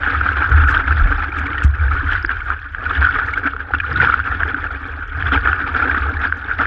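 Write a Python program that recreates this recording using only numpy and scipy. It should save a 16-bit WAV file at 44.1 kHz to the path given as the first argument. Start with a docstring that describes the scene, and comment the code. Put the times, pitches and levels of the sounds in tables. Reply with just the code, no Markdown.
"""On a calm sea, a camera in a sealed housing rides on the nose of a paddleboard.
Water rushes and bubbles as struck resonators, and slaps as short tones of trapped air.
The housing rings near 1.5 kHz and muffles the treble; spray and starting foot scuffs tick as puffs of noise.
The hollow board hums at its low modes and thumps under the paddler's feet, which scuff the deck pad;
the pulled blade churns as low noise."""
import sys
import numpy as np
from scipy import signal
from scipy.fft import rfft, irfft
from scipy.io import wavfile
from scipy.ndimage import uniform_filter1d

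SR = 44100
rng = np.random.default_rng(int(sys.argv[2]) if len(sys.argv) > 2 else 0)


def dump(signal):
    """Clip the signal to [-1, 1] and save it as 16-bit WAV at the path in sys.argv[1]."""
    limited = np.clip(np.atleast_2d(signal).T, -1, 1)
    pcm = np.round(limited * 32767).astype(np.int16)
    wavfile.write(sys.argv[1], SR, pcm)


N = 293706

# flow of water along the hull: t/s, rush level/dB, level of the gurgle through the board/dB
FLOW = [(0, -19.5, -33), (.6, -20, -31.5), (1.2, -23, -35), (1.62, -25.5, -38), (1.7, -34, -46),
        (1.86, -24, -35), (2.08, -24.5, -40), (2.22, -30, -44.5), (2.55, -28.5, -45.5), (2.68, -37, -54.5),
        (2.84, -27, -36.5), (3.1, -19, -34.5), (3.3, -24.5, -35.5), (3.67, -33.5, -43.5), (3.8, -29.5, -43),
        (3.99, -22, -38.5), (4.34, -24, -35), (4.97, -31, -41), (5.12, -32.5, -45.5), (5.22, -22.5, -34),
        (5.42, -24, -37), (5.88, -19.5, -29.5), (6.2, -26.5, -37), (6.38, -31, -41), (6.66, -21.5, -33.5)]
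# waves that break over the nose: t/s, length/s, peak level/dB, treble and gurgle re that peak/dB
SURGES = [(0.659, 0.13, -17.5, 1, -31), (2.09, 0.11, -18.5, 7, -17.5), (2.284, 0.068, -17.5, -6, -20),
          (2.454, 0.1, -22, -15, -14.5), (2.79, 0.25, -25.5, 5, -12.5), (3.014, 0.12, -18, 3.5, -17),
          (3.452, 0.037, -20.5, 1, -12.5), (3.737, 0.014, -16.5, -21, -14.5),
          (3.922, 0.24, -17.5, 5, -11.5), (4.379, 0.073, -18, -6, -19.5), (5.308, 0.079, -22.5, 11.5, 1.5),
          (5.405, 0.18, -20.5, -13, -13), (5.786, 0.13, -27, 5.5, -2), (6.195, 0.13, -21, 1, -13),
          (6.58, 0.06, -17, -1.5, -7)]
# frequency response of the housing: f/Hz, level/dB
HOUSING_RESPONSE = [(600, -30.5), (1000, -18.5), (1250, -4), (1450, 2.5), (1700, -2.5), (2030, -18),
                    (2300, -15), (2800, -23), (3400, -22.5), (4100, -35), (5500, -41), (6000, -62),
                    (6600, -52.5), (8000, -63), (14000, -88)]
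# frequency response of the path through the board to the mount: f/Hz, level/dB
MOUNT_RESPONSE = [(120, -24), (165, -25), (185, -11.5), (210, -19), (277, 0), (335, -10), (430, -8),
                  (468, -5), (560, -15), (830, -4.5), (990, -11.5), (1300, -39.5)]
# low modes of the hollow board: f/Hz, nominal width/Hz, level/dB
BOARD_MODES = [(63.2, 11.6, -6.5), (71.65, 10.4, 4), (77.5, 20, -4), (104.4, 33.3, -18)]
# weight shifts and waves that jolt the board: t/s, hum level/dB, heave level/dB, decay/(dB/s)
JOLTS = [(.1, -22.5, -38, 17.5), (0.493, -4.5, -22, 73), (.6, -17, -17.5, 59), (.87, -12.5, -39, 76.5),
         (0.987, -24, -9.5, 68), (1.033, -15, -26, 98), (1.36, -22, -38, 25.5), (1.633, -17, -23.5, 57.5),
         (1.79, -12.5, -21.5, 38), (1.92, -29, -17.5, 32.5), (2.97, -14.5, -47, 85.5),
         (3.171, -27.5, -31, 62), (3.7, -21, -40, 44), (3.909, -21, -44, 35.5), (4.271, -19.5, -42, 48),
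         (5.141, -18.5, -48, 26), (5.319, -17, -33, 97), (6.0, -19, -52, 62.5)]
# landings of the feet: t/s, peak level/dB, f/Hz
THUMPS = [(0.999, -23, 45.2), (1.057, -12, 61.3), (1.646, -5, 69.7)]
# bright ticks, from spray on the housing and the starts of foot scuffs: t/s, level before filtering/dB
TICKS = [(0.3243, -50.5), (0.669, -50), (0.8696, -60), (0.9963, -55), (1.0851, -54), (1.2916, -60),
         (1.372, -53), (1.467, -50), (1.555, -58), (1.6366, -31.5), (1.6922, -54), (1.9336, -48),
         (2.1213, -47), (2.4031, -62), (2.4979, -53), (3.2761, -54), (3.333, -48), (3.3837, -46.5),
         (4.1404, -44), (4.2818, -52), (4.433, -49), (4.635, -63), (4.7233, -55), (4.876, -53),
         (5.1673, -56), (5.313, -57), (5.345, -48), (5.7335, -54), (5.8912, -51), (6.1945, -53)]
# slaps of water on the nose: t/s, level before the band-pass/dB, f/Hz
SLAPS = [(0.0334, -4.5, 1550), (0.0627, -8, 1480), (0.211, -5, 1410), (0.2884, -4, 1470),
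         (0.3697, -8, 1405), (0.4425, -4, 1390), (0.637, -6, 1380), (0.7404, -12, 1540),
         (0.7996, -7.5, 1390), (0.8804, -6, 1460), (0.9073, -7, 1370), (1.1242, -5, 1560),
         (1.6199, -8, 1430), (2.151, -9, 1500), (2.2477, -3.5, 1600), (2.2927, -4.5, 1584),
         (2.5023, -3, 1400), (2.747, -9.5, 1540), (2.9096, -4.5, 1345), (3.026, -3.5, 1490),
         (3.3747, -8.5, 1530), (3.4347, -13, 1577), (3.534, -12.5, 1340), (3.5638, -12.5, 1420),
         (3.7362, -2.5, 1420), (3.7477, -4.5, 1430), (3.8013, -9, 1630), (4.0156, -4.5, 1810),
         (4.098, -3, 1376), (4.14, 3.5, 1400), (4.1917, -5.5, 1370), (4.199, -5, 1470), (4.3245, -12, 1370),
         (4.4324, -3, 1640), (4.5441, -6.5, 1510), (5.224, -8, 1650), (5.288, -19, 1420),
         (5.3187, -5, 1380), (5.375, -5.5, 1570), (5.473, -1, 1390), (5.5298, -2.5, 1455),
         (5.913, -9, 1573), (5.9764, -6.5, 1590), (6.3236, -3, 1510), (6.5117, -7.5, 1490),
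         (6.614, -11, 1280), (6.6544, -6.5, 1681)]
# bright droplets: t/s, level before roughening/dB, f/Hz
DROPS = [(1.224, -24, 1910), (1.385, -24, 2300), (1.466, -19, 2230), (1.530, -22, 2170), (1.579, -16, 1810),
         (1.631, -23, 2600), (2.226, -34, 4960), (2.261, -35.5, 4860), (2.403, -26.5, 2190),
         (2.623, -37, 3320), (2.896, -26, 3400), (3.336, -16, 2190), (3.749, -22, 2640), (3.785, -29, 3280),
         (3.800, -18.5, 2410), (3.929, -38, 4900), (3.961, -28, 3660), (4.121, -17.5, 2195),
         (5.269, -23, 3330), (5.345, -27, 2440), (6.445, -35, 3550)]
# hollow glugs under the hull: t/s, level without the mount's ring/dB, f/Hz
GLUGS = [(1.104, -27, 570), (1.287, -27, 326), (1.401, -30, 233), (1.508, -29, 312), (2.028, -27, 288),
         (2.241, -25.5, 328), (2.906, -28, 794), (3.45, -21, 270), (3.705, -21, 794), (3.706, -29, 460),
         (3.89, -30, 480), (4.044, -14.5, 926), (4.059, -30.5, 315), (4.535, -25.5, 280), (4.989, -36, 310),
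         (5.351, -15, 860), (5.643, -28.5, 262), (5.969, -23, 253), (6.12, -29, 255), (6.596, -30, 248)]
# drags of the feet over the deck pad: t/s, length/s, level before roughening/dB
SCUFFS = [(0.666, 0.075, -51), (0.996, 0.02, -58), (1.369, 0.037, -53), (1.628, 0.032, -46),
          (2.12, 0.026, -59)]
# drags of the blade through the water: t/s, length/s, level/dB
PULLS = [(3.88, 0.22, -22.5), (5.14, 0.32, -34)]

BUBBLES_PER_S, SPLASHES_PER_S = 700, 45
# a share is the part of the flow's swing in dB that a level follows
MEAN_FLOW_DB, TREBLE_DB, TREBLE_SHARE = -25, 0, 1     # treble level re mean flow
HUM_DB, HUM_SHARE, HEAVE_DB, JOLT_RISE_S = -29, 0.57, -37, 0.02
HISS_DB, TOP_STOP_HZ = -83, 14400


def amp(db):
    """Decibel law: level to amplitude gain."""
    return 10 ** (np.asarray(db) / 20)


def rms_one(x):
    """Normalisation to unit mean power."""
    return x / np.sqrt(np.mean(x ** 2) + 1e-20)


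def in_time(rows):
    """Linear interpolation of a table's columns over time."""
    s, *columns = np.transpose(rows)
    return [np.interp(np.arange(N) / SR, s, c) for c in columns]


def follow_flow(share, mean_db):
    """Proportional levels: the gain follows a share of the flow's swing in decibels."""
    rush_db = in_time(FLOW)[0]
    return amp(mean_db + share * (rush_db - MEAN_FLOW_DB))


def strokes(rows):
    """Half-sine envelope over each (start, length, level)."""
    t = np.arange(N) / SR
    return sum(amp(db) * np.sin(np.pi * np.clip((t - s) / length, 0, 1)) for s, length, db in rows)


def drift(rate_hz):
    """Low-passed chance: sparse noise through a double one-pole, scaled to unit spread."""
    step = 40     # samples
    r = np.exp(-2 * np.pi * rate_hz * step / SR)
    noise = rng.standard_normal(N // step + 2002)
    slow = signal.lfilter([1], [1, -2 * r, r * r], noise)[2000:]     # start-up discarded
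    return np.interp(np.arange(N) / step, np.arange(len(slow)), rms_one(slow))


def colour(x, points):
    """Minimum-phase filtering: a folded cepstrum gives the causal filter with this response."""
    size = 8192
    hz, db = np.transpose(points)
    grid = np.maximum(np.arange(size // 2 + 1) * SR / size, 1)
    log_gain = np.interp(np.log(grid), np.log(hz), db) * np.log(10) / 20
    cepstrum = irfft(log_gain)
    cepstrum[1:size // 2] *= 2
    cepstrum[size // 2 + 1:] = 0
    impulse_response = irfft(np.exp(rfft(cepstrum)))
    return signal.fftconvolve(x, impulse_response)[:N]


def resonate(x, hz, width_hz):
    """Damped resonance: a pole pair with unit gain on top."""
    r = np.exp(-np.pi * width_hz / SR)
    zeros = [(1 - r * r) / 2, 0, (r * r - 1) / 2]
    poles = [1, -2 * r * np.cos(2 * np.pi * hz / SR), r * r]
    return signal.lfilter(zeros, poles, x)


def band(x, low_hz, high_hz):
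    """Band limitation by a Butterworth band-pass."""
    return signal.sosfilt(signal.butter(2, [low_hz, high_hz], "band", fs=SR, output="sos"), x)


def blips(rows, cycles, climb):
    """Trapped air pockets: tones that swell over a few cycles, climb in pitch and die away."""
    out, t = np.zeros(N + 8192), np.arange(8192) / SR
    for (s, db, hz), (u, v) in zip(rows, rng.random((len(rows), 2))):
        i = round(s * SR)
        x = t * hz / (cycles * (0.6 + 0.45 * u))     # time in units of the swell
        swell = x * np.exp(1 - x)
        onset = 1 - np.exp(-(t * hz / 0.66) ** 2)
        tone = np.sin(2 * np.pi * (hz * t * (1 + climb * (x - 2)) + v))
        out[i:i + len(t)] += amp(db) * swell * onset * tone
    return out[:N]


def splashes(fade_s, spread_db):
    """Random small waves: each break lifts the gain, which then decays exponentially."""
    breaks = amp(spread_db * rng.standard_normal(N)) * (rng.random(N) < SPLASHES_PER_S / SR)
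    keep = np.exp(-1 / (fade_s * SR))
    fading = signal.lfilter([1], [1, -keep], breaks)
    gain = 0.88 + signal.lfilter([.02], [1, -.98], fading)     # softened rise
    return gain / uniform_filter1d(gain, size=9000)      # the mean flow stays even


def bubbles(low_hz, high_hz, per_s, sharpness, spread_db, patchy_db, foam_db):
    """Bubble resonance: bursts and foam noise ring 36 pitches, whose levels flicker separately."""
    sizes = amp(spread_db * np.minimum(rng.exponential(1, N), 2.4)) * rng.choice([-1, 1], N)
    clicks = rms_one(sizes * (rng.random(N) < per_s / SR))
    dealt = rng.integers(0, 36, N)     # the pitch that each burst excites
    foam = amp(foam_db) * rng.standard_normal((2, N))
    out = np.zeros(N)
    for k, hz in enumerate(np.geomspace(low_hz, high_hz, 36)):
        flicker = amp(patchy_db * drift(15.7))
        source = 6 * clicks * (dealt == k) + foam[k % 2]
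        out += flicker * np.sqrt(sharpness / hz) * resonate(source, hz, hz / sharpness)
    return out


def trickle(count):
    """Superposition of small droplets at random moments, sizes and pitches."""
    s, size, pitch = rng.random((count, 3)).T
    rows = np.c_[s * N / SR, 14 * size + 8 * pitch, 900 * 8.0 ** pitch]
    return rms_one(blips(rows, cycles=5.0, climb=0.018))


def wash():
    """Filtered flow noise: breaking waves swell the rush, its treble and the gurgle in the mount."""
    rush_db, gurgle_db = in_time(FLOW)
    s, length, peak_db, treble_db, under_db = np.transpose(SURGES)
    waves = splashes(fade_s=0.018, spread_db=2.0)
    near = bubbles(683.5, 12770, BUBBLES_PER_S, sharpness=16.7, spread_db=-0.5, patchy_db=1.5, foam_db=3.0)
    under = bubbles(132.3, 1270, 250, sharpness=13.0, spread_db=5.0, patchy_db=3.5, foam_db=-0.5)
    water = waves * rms_one(near) + amp(-6.5) * trickle(count=900)
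    rush = rms_one(colour(water, HOUSING_RESPONSE))
    gurgle = rms_one(colour(waves ** 0.77 * under, MOUNT_RESPONSE))
    split_hz = 2200
    low = signal.sosfilt(signal.butter(4, split_hz, fs=SR, output="sos"), rush)
    high = signal.sosfilt(signal.butter(4, split_hz, "high", fs=SR, output="sos"), rush)
    # flow and surges add in power
    body_gain = np.hypot(amp(rush_db), strokes(zip(s, length, peak_db)))
    treble_flow = follow_flow(TREBLE_SHARE, MEAN_FLOW_DB + TREBLE_DB)
    treble_gain = np.hypot(treble_flow, strokes(zip(s, length, peak_db + treble_db)))
    gurgle_gain = np.hypot(amp(gurgle_db), strokes(zip(s, length, peak_db + under_db)))
    treble = treble_gain * high * splashes(fade_s=0.0064, spread_db=3.0)
    return body_gain * low + treble + gurgle_gain * gurgle


def jolts():
    """Transient excitation: the power of hum and heave rises quickly, then decays steadily."""
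    t, power = np.arange(N) / SR, np.zeros((2, N))
    for s, hum_db, heave_db, fall in JOLTS:
        since = np.maximum(t - s, 0)
        rise = 1 - np.exp(-since / JOLT_RISE_S)
        power += (amp([[hum_db], [heave_db]]) * rise * amp(-fall * since)) ** 2
    return power


def modes(x):
    """Modal superposition: paired resonators of alternating sign make up the hollow board."""
    out = np.zeros(len(x))
    for k, (hz, width, db) in enumerate(BOARD_MODES):
        each_width = 1.6 * width     # two in cascade are narrower than one
        out += (-1) ** k * amp(db) * resonate(resonate(x, hz, each_width), hz, each_width)
    return out


def thumps():
    """Impulse response: each footfall strikes a short dull resonance through a soft sole."""
    out, sole = np.zeros(N), signal.butter(3, 230, fs=SR, output="sos")
    for s, db, hz in THUMPS:
        impulse = np.r_[1, np.zeros(SR // 2)]
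        knock = signal.sosfilt(sole, resonate(impulse, hz, 7))
        out[round(s * SR):][:len(knock)] += amp(db) * knock / np.abs(knock).max()
    return out


def board():
    """Forced vibration: flow and jolts set the hum of the modes, jolts the heave; footfalls add knocks."""
    hum_power, heave_power = jolts()
    white = rng.standard_normal((2, N + SR))     # the first second lets the filters settle
    hum = rms_one(modes(white[0])[SR:])
    heave = rms_one(band(white[1], 34, 45)[SR:])
    # evens out the random loudness wobble of the hum
    hum = hum / (uniform_filter1d(hum ** 2, size=1500) + .1) ** 0.13
    hum = signal.sosfilt(signal.butter(6, 125, fs=SR, output="sos"), hum)     # damped above the modes
    hum_gain = np.sqrt(hum_power + follow_flow(HUM_SHARE, HUM_DB) ** 2)
    heave_gain = np.sqrt(heave_power + amp(HEAVE_DB) ** 2)
    return hum_gain * rms_one(hum) + heave_gain * heave + thumps()


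def ticks():
    """Impulsive noise: puffs of milliseconds, bright at set moments and of any colour at random ones."""
    chance = rng.random((3, N)) < np.c_[[30, 20, 8]] / SR     # hits per second in each band
    hits = amp(4.1 * rng.standard_normal((3, N))) * chance * follow_flow(0.74, -57.5)
    for s, db in TICKS:
        hits[1:, round(s * SR)] = amp(db)     # in the two brighter bands
    fade = np.exp(-1 / (0.002 * SR))
    puffs = signal.lfilter([.1], [1, -.9], signal.lfilter([1], [1, -fade], hits))
    colours = [(2780, 4780, 8.0), (4500, 7000, -2.5), (6500, 9500, -8.0)]     # low f/Hz, high f/Hz, level/dB
    out = np.zeros(N)
    for puff, (low, high, db) in zip(puffs, colours):
        noise = band(band(rng.standard_normal(N), low, high), low, high)
        out += amp(db) * puff * rms_one(noise)
    return out


def slaps():
    """Trapped-air oscillation: slaps and droplets carry spray, droplets are uneven, glugs ring the mount."""
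    tones = blips(SLAPS, cycles=2.4, climb=0.0013)
    drops = blips(DROPS, cycles=5.4, climb=0.0065)
    glugs = blips(GLUGS, cycles=1.82, climb=0.0081)
    spray_gain = np.abs(tones) + amp(16.5) * np.abs(drops)
    spray = band(band(spray_gain * rng.standard_normal(N), 2500, 3270), 2400, 6000)
    rough = amp(3.0 * drift(540.0))
    ring = resonate(glugs, 277, 12)
    return band(tones, 900, 3800) + amp(-13.5) * spray + rough * drops + glugs + amp(3) * ring


def scuffs():
    """Friction noise: rubber soles drag on the deck pad in brief bright hisses."""
    hiss = rms_one(band(rng.standard_normal(N), 4100, 7360))
    return strokes(SCUFFS) * hiss * amp(2.0 * drift(60.0))


def churn():
    """Turbulence noise: the pulled blade churns in a low band."""
    return strokes(PULLS) * rms_one(band(rng.standard_normal(N), 78, 135))


def scene():
    """Superposition of all that reaches the microphone."""
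    return (wash() + board() + ticks() + slaps() + scuffs() + churn())[None]


def record(dry):
    """Peak limiting: gain control holds peaks down and recovers slowly; faint preamp hiss, steep top cut."""
    ceiling_db = -.8
    recover = 22.0 * np.arange(N) / SR     # 22 dB per second
    over = np.maximum(20 * np.log10(np.abs(dry[0]) + 1e-9) - ceiling_db, 0)
    held = np.maximum.accumulate(over + recover) - recover
    early = np.r_[held[45:], np.full(45, held[-1])]     # it looks a millisecond ahead
    cut_db = uniform_filter1d(early, size=130)
    hiss = amp(HISS_DB) * rms_one(band(rng.standard_normal(dry.shape), 3000, 14000))
    top_cut = signal.cheby2(12, 70, TOP_STOP_HZ, fs=SR, output="sos")
    return signal.sosfilt(top_cut, dry * amp(-cut_db) + hiss)


dry = scene()
out = record(dry)
dump(out)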